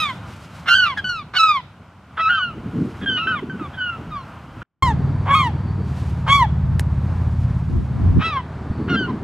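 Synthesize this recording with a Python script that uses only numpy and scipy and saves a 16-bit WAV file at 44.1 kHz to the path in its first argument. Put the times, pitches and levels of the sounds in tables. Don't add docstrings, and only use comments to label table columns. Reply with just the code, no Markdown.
import sys
import numpy as np
from scipy import signal
from scipy.fft import rfft, irfft, next_fast_len
from scipy.io import wavfile
from scipy.ndimage import uniform_filter1d

SR = 44100
rng = np.random.default_rng(int(sys.argv[2]) if len(sys.argv) > 2 else 0)


def pcm_store(signal):
    levels = np.round(np.clip(np.atleast_2d(signal), -1, 1) * 32767)
    wavfile.write(sys.argv[1], SR, levels.astype(np.int16).T)


N = 407043
TIME = np.arange(N) / SR
CUT_START_S, CUT_END_S, TICK_S = 4.63, 4.824, 6.7935
TOP_HZ = 15500

# freq_hz, density_db
SEA_OPEN_SPECTRUM = [(24, -46.5), (40, -29.5), (80, -3), (174, -7), (218, -11.5), (461, -25.5),
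                     (522, -20.5), (1020, -18.5), (1160, -19.5), (1410, -18), (1730, -28), (3140, -32.5),
                     (3470, -39), (15500, -62)]
SEA_BOULDER_SPECTRUM = [(210, -12), (350, -6), (488, -7.5), (936, -4.5), (1460, -11), (1760, -14.5),
                        (1940, -17), (2270, -20), (2890, -26), (4570, -31.5), (5890, -38), (8620, -43),
                        (15500, -62)]
SEA_OPEN_DB, SEA_BOULDER_DB = -38, -39.5
# freq_hz, density_db
HISS_SPECTRUM = [(800, 0.5), (2500, 12), (5000, 5), (9000, -2), (13000, -10.5), (16000, -21.5)]
# time_s, gain_db
WASH_STRENGTH = [(0, 2.5), (.6, 0), (2, -6), (3, 2), (4.6, 1), (7.5, -1), (9.2, 0.6)]
# centre_s, half_length_s, level_db
HISS_SWELLS = [(0.09, 0.093, -48.5), (0.323, 0.068, -50), (0.438, 0.035, -49), (0.574, 0.071, -49),
               (2.909, 0.22, -56.5), (6.02, 0.16, -49.5), (7.453, 0.8, -58.5)]

# freq_hz, density_db
FLUTTER_SPECTRUM = [(35, -39.5), (60, -25.5), (128, -2), (238, -1), (277, -4), (340, -8), (455, -12.5),
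                    (530, -24), (800, -35.5), (1040, -52.5), (1760, -120)]
RUMBLE_SPECTRUM = [(15, -19.5), (40, 12.5), (70, 3.5), (120, 11.5), (200, 4), (400, -44), (1500, -79)]
TURBULENCE_SPECTRUM = [(20, -18.5), (45, -7.5), (100, -6), (180, -5.5), (300, -13), (500, -35),
                       (3000, -89.5)]
# start_s, flutter_db, rumble_db
BREEZE_LEVELS = [(0, -56.5, -66), (4.7, -42.5, -42.5), (8.21, -37.5, -54)]
# centre_s, half_length_s, flutter_db, rumble_db, turbulence_db (at each port)
GUST_EVENTS = [ (1.1, 0.21, -45.5, -47, -81), (2.634, 0.15, -35, -43, -65), (2.829, 0.085, -24.5, -46, -57),
               (3.083, 0.096, -27.5, -41, -58), (3.436, .22, -32, -56, -70), (3.975, 0.082, -35, -45, -70),
               (4.12, 0.071, -53, -35, -74), (4.592, .14, -44.5, -41, -66), (4.95, 0.22, -33.5, -45, -34.5),
               (5.45, 0.51, -37.5, -56, -59), (5.75, 0.11, -44, -52, -42), (6.72, 0.092, -45, -36, -34),
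               (7.1, 0.054, -50, -46, -39), (7.763, 0.068, -32.5, -39, -22), (8.064, 0.11, -38, -34, -22),
               (8.18, 0.024, -28, -45, -12), (8.98, 0.21, -21.5, -38, -54), (9.2, 0.091, -34, -50, -54), ]
# start_s, peak_db, pitch_hz, length_s
BUFFET_EVENTS = [(2.659, -18.5, 226, 0.01), (2.805, -16, 191, 0.032), (3.422, -20.5, 228, 0.027),
                 (3.49, -27, 198, 0.011), (3.61, -20, 208, 0.015), (7.748, -10.5, 85.4, 0.053),
                 (8.028, -11.5, 93, 0.1), (8.698, -15, 213, 0.023)]

# time_s, pitch_hz, level_db
WHISTLE_TRACK = [(4.8, 4600, -67), (5.2, 4560, -64), (5.9, 4550, -60), (6.1, 4550, -84), (8.55, 4490, -84),
                 (8.75, 4490, -58), (9.2, 4500, -77)]
# time_s, cycle_rate_hz, level_db
MOTOR_TRACK = [(4.8, 18.8, -18.5), (5.5, 20.1, -23), (6, 18.4, -22.5), (6.8, 17.3, -18), (7.5, 17.1, -18.5),
               (8, 18.1, -22.5), (8.2, 18.6, -16), (8.22, 18.4, -31.5), (9.23, 18.6, -32)]
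# multiple (of the cycle rate), level_db (relative)
MOTOR_HARMONICS = [(3, -17), (4, -7.5), (5, -4.5), (6, -13.5), (7, -6.5), (8, -13.5), (9, -15), (10, -18),
                   (11, -22.5), (12, -22.5), (14, -24.5)]
# freq_hz, density_db
EXHAUST_SPECTRUM = [(25, -27.5), (60, 0.5), (160, -2.5), (240, -13), (500, -34.0), (1500, -78.5)]
# freq_hz, density_db
CRACK_SPECTRUM = [(300, 2), (1200, 1), (2600, 3.5), (5000, -9), (10000, -7.5), (16000, -23)]
RATTLE_SPECTRUM = [(5000, -5), (9000, 2), (15000, -15)]

# start_s, rise_s, fall_s, crest_hz, end_hz, fall_bend (1 straight, higher = later),
# level_db, fade_db (by the end), beak_db (opening), edge_db (of the voice), gape_db (wider in mid-fall),
# rasp_s (opening), hoarseness (0-1), leap_after_s, leap_for_s
CRY_VOICES = [ (0.0, 0.0023, 0.14, 1297, 930, 1.25, -22.5, 18.7, 14.5, 18, -5.5, 0.00071, 0.29, 0, 0),
              (0.656, 0.042, 0.19, 1402, 1130, 2.43, -17, 1, 15, 17, -6.5, .033, 0.13, .09, .2),
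              (.67, 0.032, .245, 1357, 954, 2.8, -18, 9.4, 8, 11, 1, 0.029, 0.14, 0, .19),
              (.962, 0.022, 0.031, 1700, 1530, 0.53, -23, 16, 3.5, 13.5, -1.5, 0.019, 0.36, 0, 0.0041),
              (1.04, 0.0038, .19, 1496, 1084, 2.07, -24, 10.7, 6.5, 10, 3, 0.0044, 0, 0, 0),
              (1.334, 0.045, 0.23, 1302, 945, 2.7, -13.5, 14, 12.5, 19, -7, 0.042, 0.027, 0, 0.053),
              (2.168, 0.032, .222, 1303, 946, 3.55, -16, 13, 4, 0, 1.5, 0.046, 0.05, .124, 0.16),
              (2.276, 0.0084, 0.26, 1562, 1190, 2.47, -20, 18, -1.5, -8.5, 15, 0.047, 0.01, 0, 0),
              (3.005, 0.033, 0.016, 1650, 1590, 1, -32.5, 6, 7, -7, -2, 0.023, 0.6, 0, 0.0036),
              (3.058, 0.0019, 0.21, 1582, 1270, 1.57, -23.5, 16.4, 2.5, -8.5, 18.5, 0.0035, 0.07, 0, 0),
              (3.155, 0.1, .15, 1328, 950, 3.1, -27.5, 5, 10.5, 2.5, -3, 0.031, 0.21, 0, 0),
              (3.27, .02, 0.063, 1533, 1390, 2.2, -20.5, 2, 3.5, -10, 0, .002, 0.01, 0, 0),
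              (3.496, 0.0054, .075, 1527, 1460, 2.7, -36, 13.5, -2.5, 1, 0, .002, 0.027, 0, 0),
              (3.585, 0.0054, .092, 1340, 1090, 1, -32, 11, 2.5, -11, 0, 0.018, .05, 0, 0.012),
              (3.728, 0.026, 0.017, 1630, 1620, 1.2, -41, 12, 7, 3, 0, .008, 0.7, 0, 0),
              (3.767, 0.0031, 0.21, 1553, 1275, 1.13, -25.5, 10, 1, -12, 9, 0.0096, 0.1, 0, 0),
              (4.095, 0.0048, .14, 1312, 997, .9, -33, 14, -1, 4, -1, 0.019, .08, 0, 0),
              (4.15, .005, .09, 1470, 1330, 1.5, -50, 6, 11, 20, 4, .005, .1, 0, 0.025),
              (4.613, 0.034, 0.015, 1396, 1390, 1, -38, 2.5, 0, -2.5, 2, 0.0064, 0.86, 0, 0),
              (4.821, 0.0031, 0.12, 1073, 760, 1.57, -17.5, 18.7, -1.5, 5.5, -1.5, .002, 0.14, 0, 0),
              (5.255, 0.092, 0.12, 1124, 803, 2.05, -15.5, 25, 2, -6.5, 1.5, 0.066, 0.066, .095, .13),
              (5.308, 0.074, .13, 1094, 765, 1.84, -18.5, 16, 2, 6, -3.5, 0.035, .05, 0, 0),
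              (6.26, 0.095, .11, 1131, 760, 2.06, -15.5, 15, 6, 9.5, -7, 0.045, 0.017, 0, 0.0031),
              (8.189, .1, .128, 1320, 941, 0.95, -24.5, 8, 13, 12.5, -12, 0.048, 0.38, 0, 0.0061),
              (8.876, 0.028, 0.064, 1448, 1380, 0.67, -21, 2, 5, 7.5, -3, 0.033, 0.32, 0, 0),
              (8.947, .012, .12, 1584, 1363, 1.57, -25, 4, 6, 4, 0.5, .012, 0.1, 0, 0),
              (9.076, .003, 0.039, 1060, 970, 1, -34, 3, -6.5, -2, -1, .003, 0.4, 0, 0), ]
# freq_hz, gain_db
THROAT_RESONANCE = [(700, 3.5), (1600, 0), (2100, -7), (2600, -17.5), (3200, -10.5), (4000, -25.5),
                    (5100, -35), (6200, -42), (7500, -49), (9000, -56), (11500, -56.5), (15000, -81.5)]
# time_s, gain_db
FACING_BRIGHTNESS = [(0, 4), (1.5, -4), (2.2, -3.5), (4.3, -5), (4.8, 11.5), (6.4, 9), (8.2, -3),
                     (9.1, -4.5)]
# time_s, left_lead_samples, shade_db (treble, left minus right)
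BIRD_BEARING = [(0, 1.5, -3.5), (.7, 2.5, -4.5), (.96, 0.6, 1), (1.33, 2.5, -4), (2.1, -1.5, -1.5),
                (6.3, -3, -1), (8.18, -2, .3)]
# freq_hz, density_db
ECHO_SPECTRUM = [(300, -11), (1000, -12.5), (3200, 11.5), (6000, 9), (15000, -25.0)]
SCOOP_PER_S = 1.7
LEAP = 1.13
ONSET_DB = 18.5
FADE_BEND = 2.46
DYING_DB, DYING_BEND = 9, 11
BEAK_CLOSING, EDGE_SOFTENING = 0.66, 0.7
END_HOARSENESS = 0.28
GAPE_PEAK = 0.64


def undb(db):
    return 10 ** (np.asarray(db) / 20)


def curve(rows, t=TIME):
    s, *columns = np.transpose(rows)
    return [np.interp(t, s, column) for column in columns]


def spectrum_db(points, hz):
    f, db = np.transpose(points)
    return np.interp(np.log(np.maximum(hz, 1)), np.log(f), db)


def noise(points, size=N):
    n = next_fast_len(size)
    gain = undb(spectrum_db(points, np.fft.rfftfreq(n, 1 / SR)))
    coloured = irfft(rfft(rng.standard_normal(n)) * gain, n)[:size]
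    return coloured / coloured.std()


def stereo_noise(points, side_db):
    side = undb(side_db) * np.array([[1], [-1]])
    return noise(points) + side * noise(points)


def walk(rate, size=N):
    k = max(int(SR / rate), 1)
    held = np.repeat(rng.standard_normal(size // k + 2), k)
    slewed = np.sqrt(3 / 2) * uniform_filter1d(held, k)
    return slewed[rng.integers(k):][:size]


def bell(s, half):
    return np.exp(-((TIME - s) / half) ** 2)


def sea(fizz_db=-67, lap_db=1.02):
    wash_db, = curve(WASH_STRENGTH)
    open_shore = undb(SEA_OPEN_DB) * stereo_noise(SEA_OPEN_SPECTRUM, -44.0)
    boulder = undb(SEA_BOULDER_DB) * stereo_noise(SEA_BOULDER_SPECTRUM, -27.5)
    place = np.where(TIME < CUT_END_S, open_shore, boulder)
    wash = place * undb(wash_db + lap_db * walk(9))
    swell = sum(undb(db) * bell(s, half) for s, half, db in HISS_SWELLS)
    hiss = swell * stereo_noise(HISS_SPECTRUM, -14.5) * undb(1.4 * walk(60))
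    fizz = undb(fizz_db) * np.array([noise(HISS_SPECTRUM), noise(HISS_SPECTRUM)])
    return wash + fizz + hiss


def wind_strength():
    power = np.zeros((3, N))
    for s, flutter_db, rumble_db in BREEZE_LEVELS:
        power[:2, max(int(s * SR), 0):] = undb([[flutter_db], [rumble_db]]) ** 2
    for s, half, *levels_db in GUST_EVENTS:
        power += np.outer(undb(levels_db), bell(s, half)) ** 2
    return np.sqrt(power)


def wind(flutter, rumble, flutter_trim_db=-1, eddy_db=4.0):
    out = stereo_noise(FLUTTER_SPECTRUM, -27.0) * flutter * undb(flutter_trim_db + eddy_db * walk(35))
    out += noise(RUMBLE_SPECTRUM) * rumble
    for s, db, hz, length in BUFFET_EVENTS:
        age = np.arange(int(length * SR)) / SR
        unsteady_hz = hz * (1 + 0.31 * walk(150, len(age)))
        swing = np.sin(2 * np.pi * np.cumsum(unsteady_hz) / SR)
        thump = undb(db) * swing * np.sqrt(np.sin(np.pi * age / length))
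        start = int(s * SR)
        port_gain = undb(0.53 * rng.standard_normal((2, 1)))
        out[:, start:start + len(age)] += thump * port_gain
    return out


def gusts(strength):
    return np.array([noise(TURBULENCE_SPECTRUM), noise(TURBULENCE_SPECTRUM)]) * strength


def whistle(waver=0.011, flicker_db=3):
    hz, db = curve(WHISTLE_TRACK)
    tone = np.sin(2 * np.pi * np.cumsum(hz * (1 + waver * walk(150))) / SR)
    return tone * undb(db + flicker_db * walk(17))


def motor(exhaust_db=-10, waver_db=2.5, wobble=0.091):
    hz, db = curve(MOTOR_TRACK)
    phase = 2 * np.pi * np.cumsum(hz) / SR
    drone = 0
    for k, line_db in MOTOR_HARMONICS:
        gain = undb(line_db + waver_db * walk(5))
        drone = drone + gain * np.sin(k * phase + wobble * k / 4 * walk(12) + rng.normal(0, 1.0))
    exhaust = stereo_noise(EXHAUST_SPECTRUM, -37.5) * (1 + 0.49 * np.cos(phase))
    return (np.sqrt(2) * drone + undb(exhaust_db) * exhaust) * undb(db)


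def tick(click_db=-21, overlap_db=-31, ring_db=-41):
    bursts = (  # delay_s, length_s, level_db, colour
        (0.00037, 0.0048, click_db, CRACK_SPECTRUM),
        (0.00055, 0.0025, overlap_db, CRACK_SPECTRUM),
        (0.001, 0.019, ring_db, RATTLE_SPECTRUM))
    out = np.zeros(N)
    for delay, length, db, colour in bursts:
        start, n = int((TICK_S + delay) * SR), int(length * SR)
        out[start:start + n] += undb(db) * noise(colour, size=n) * np.sqrt(np.hanning(n))
    return out


def ports(sound, lead, shade_db):
    size = 2 * next_fast_len(len(sound))
    hz = np.fft.rfftfreq(size, 1 / SR)
    band = np.interp(hz, [1000, 2700, 4500, 7500], [0, 1, 0.8, 0.12])
    treble = band * np.array([[0.5], [-0.5]])
    advance = np.exp(2j * np.pi * treble * hz * lead / SR)
    return irfft(rfft(sound, size) * undb(treble * shade_db) * advance, size)


def shore(x, scatter_db=-19, scatter_t60=0.3, tail_db=-31, tail_t60=0.63):
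    t = np.arange(SR // 2) / SR
    out = []
    for _ in range(2):
        response = 0
        for db, t60 in ((scatter_db, scatter_t60), (tail_db, tail_t60)):
            decay = np.exp(-np.log(1000) * t / t60)
            echoes = noise(ECHO_SPECTRUM, size=len(t)) * decay * (t > 0.004)
            response = response + undb(db) * echoes / np.linalg.norm(echoes)
        out.append(signal.fftconvolve(x, response)[:N])
    return np.array(out)


def gesture(row):
    (start, rise, fall, crest_hz, end_hz, bend, db, fade_db, beak_db, edge_db, gape_db,
     rasp, hoarse, leap_after, leap_for) = row
    age = np.arange(int((rise + fall) * SR)) / SR
    rising = np.clip(1 - age / rise, 0, 1)
    falling = np.clip((age - rise) / fall, 0, 1)
    leaping = (age >= leap_after) & (age < leap_after + leap_for)
    register = uniform_filter1d(1. * leaping, size=300)
    glide_hz = crest_hz + (end_hz - crest_hz) * falling ** bend
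    hz = glide_hz * (1 - SCOOP_PER_S * rise * rising ** 3) * LEAP ** register
    unsettled = np.exp(-(age / rasp) ** 2)
    spent = falling ** FADE_BEND
    effort_db = -ONSET_DB * unsettled ** 3 - fade_db * spent - DYING_DB * falling ** DYING_BEND
    hoarse = hoarse + (1 - hoarse) * unsettled + END_HOARSENESS * spent
    gape = gape_db * np.sin(np.pi / 2 * falling / GAPE_PEAK)
    beak = beak_db + gape + BEAK_CLOSING * effort_db
    edge = edge_db + gape + EDGE_SOFTENING * effort_db
    return start + age, hz, db + effort_db, beak, edge, hoarse


def cry(row, jitter=0.0075, rasp=0.02, half_db=-6, breathy_db=-31, shimmer_db=2.0, chaos_db=6,
        patchy_db=3.0, fading_db=1.83, attack_s=0.0011, swell_s=0.0042, release_s=0.0043):
    t, hz, db, beak_db, edge_db, hoarse = gesture(row)
    hoarse, n = np.clip(hoarse, 0, 1), len(t)
    chaos = hoarse ** 3
    facing_db, = curve(FACING_BRIGHTNESS, t)
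    hz = hz * (1 + jitter * walk(170, n) + (rasp * hoarse ** 2 + jitter) * walk(900, n))
    phase = 2 * np.pi * np.cumsum(hz) / SR
    out = np.zeros(n)
    for k in np.arange(1, 25) / 2:
        f = k * hz
        upper = np.clip((f - 3400) / 700, 0, 1)
        brightness_db = (1 - upper) * beak_db + upper * edge_db
        gain_db = spectrum_db(THROAT_RESONANCE, f) + np.clip(k - 1, 0, 1) * brightness_db
        gain_db = gain_db + facing_db * np.clip((f - 5300) / 1200, 0, 1)
        flicker_db = (upper * patchy_db + (1 - upper) * fading_db) * walk(35.5, n)
        gain = undb(gain_db + flicker_db) * (f < TOP_HZ)
        if k % 1:
            half_gain = undb(half_db * (1.5 - chaos)) * np.minimum(2 * hoarse, 1) ** 3
            gain = gain * half_gain * (0.2 if k < 1 else 1)
        skirt = undb(breathy_db) * k ** 0.75 * (1 + 3 * hoarse) + undb(chaos_db) * chaos * hoarse / 2
        line = np.sqrt(1 - chaos) + skirt * (walk(800, n) + 1j * walk(800, n))
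        out += gain * np.real(line * np.exp(1j * (k * phase + rng.uniform(0, 2 * np.pi))))
    attack = np.minimum((t - t[0]) / (attack_s + swell_s * hoarse ** 2), 1)
    release = np.minimum((t[-1] - t) / release_s, 1)
    return np.sqrt(2) * out * attack * release * undb(db + shimmer_db * walk(89.7, n))


def gulls():
    out = np.zeros((2, N))
    for row in CRY_VOICES:
        sound = ports(cry(row), *curve(BIRD_BEARING, row[0]))
        start = max(int(row[0] * SR), 0)
        out[:, start:start + sound.shape[1]] += sound[:, :N - start]
    return out + shore(out.mean(axis=0))


def scene():
    flutter, rumble, turbulence = wind_strength()
    background = sea() + wind(flutter, rumble) + gusts(turbulence)
    by_boulder = (motor() + whistle()) * (TIME > CUT_END_S)
    sound = background + by_boulder + tick() + gulls()
    live = uniform_filter1d(1. * ((TIME < CUT_START_S) | (TIME > CUT_END_S)), size=64)
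    return sound * np.maximum(live, undb(-45.5))


def record(dry):
    return signal.sosfilt(signal.ellip(8, .2, 70, TOP_HZ, fs=SR, output="sos"), dry)


dry = scene()
out = record(dry)
pcm_store(out)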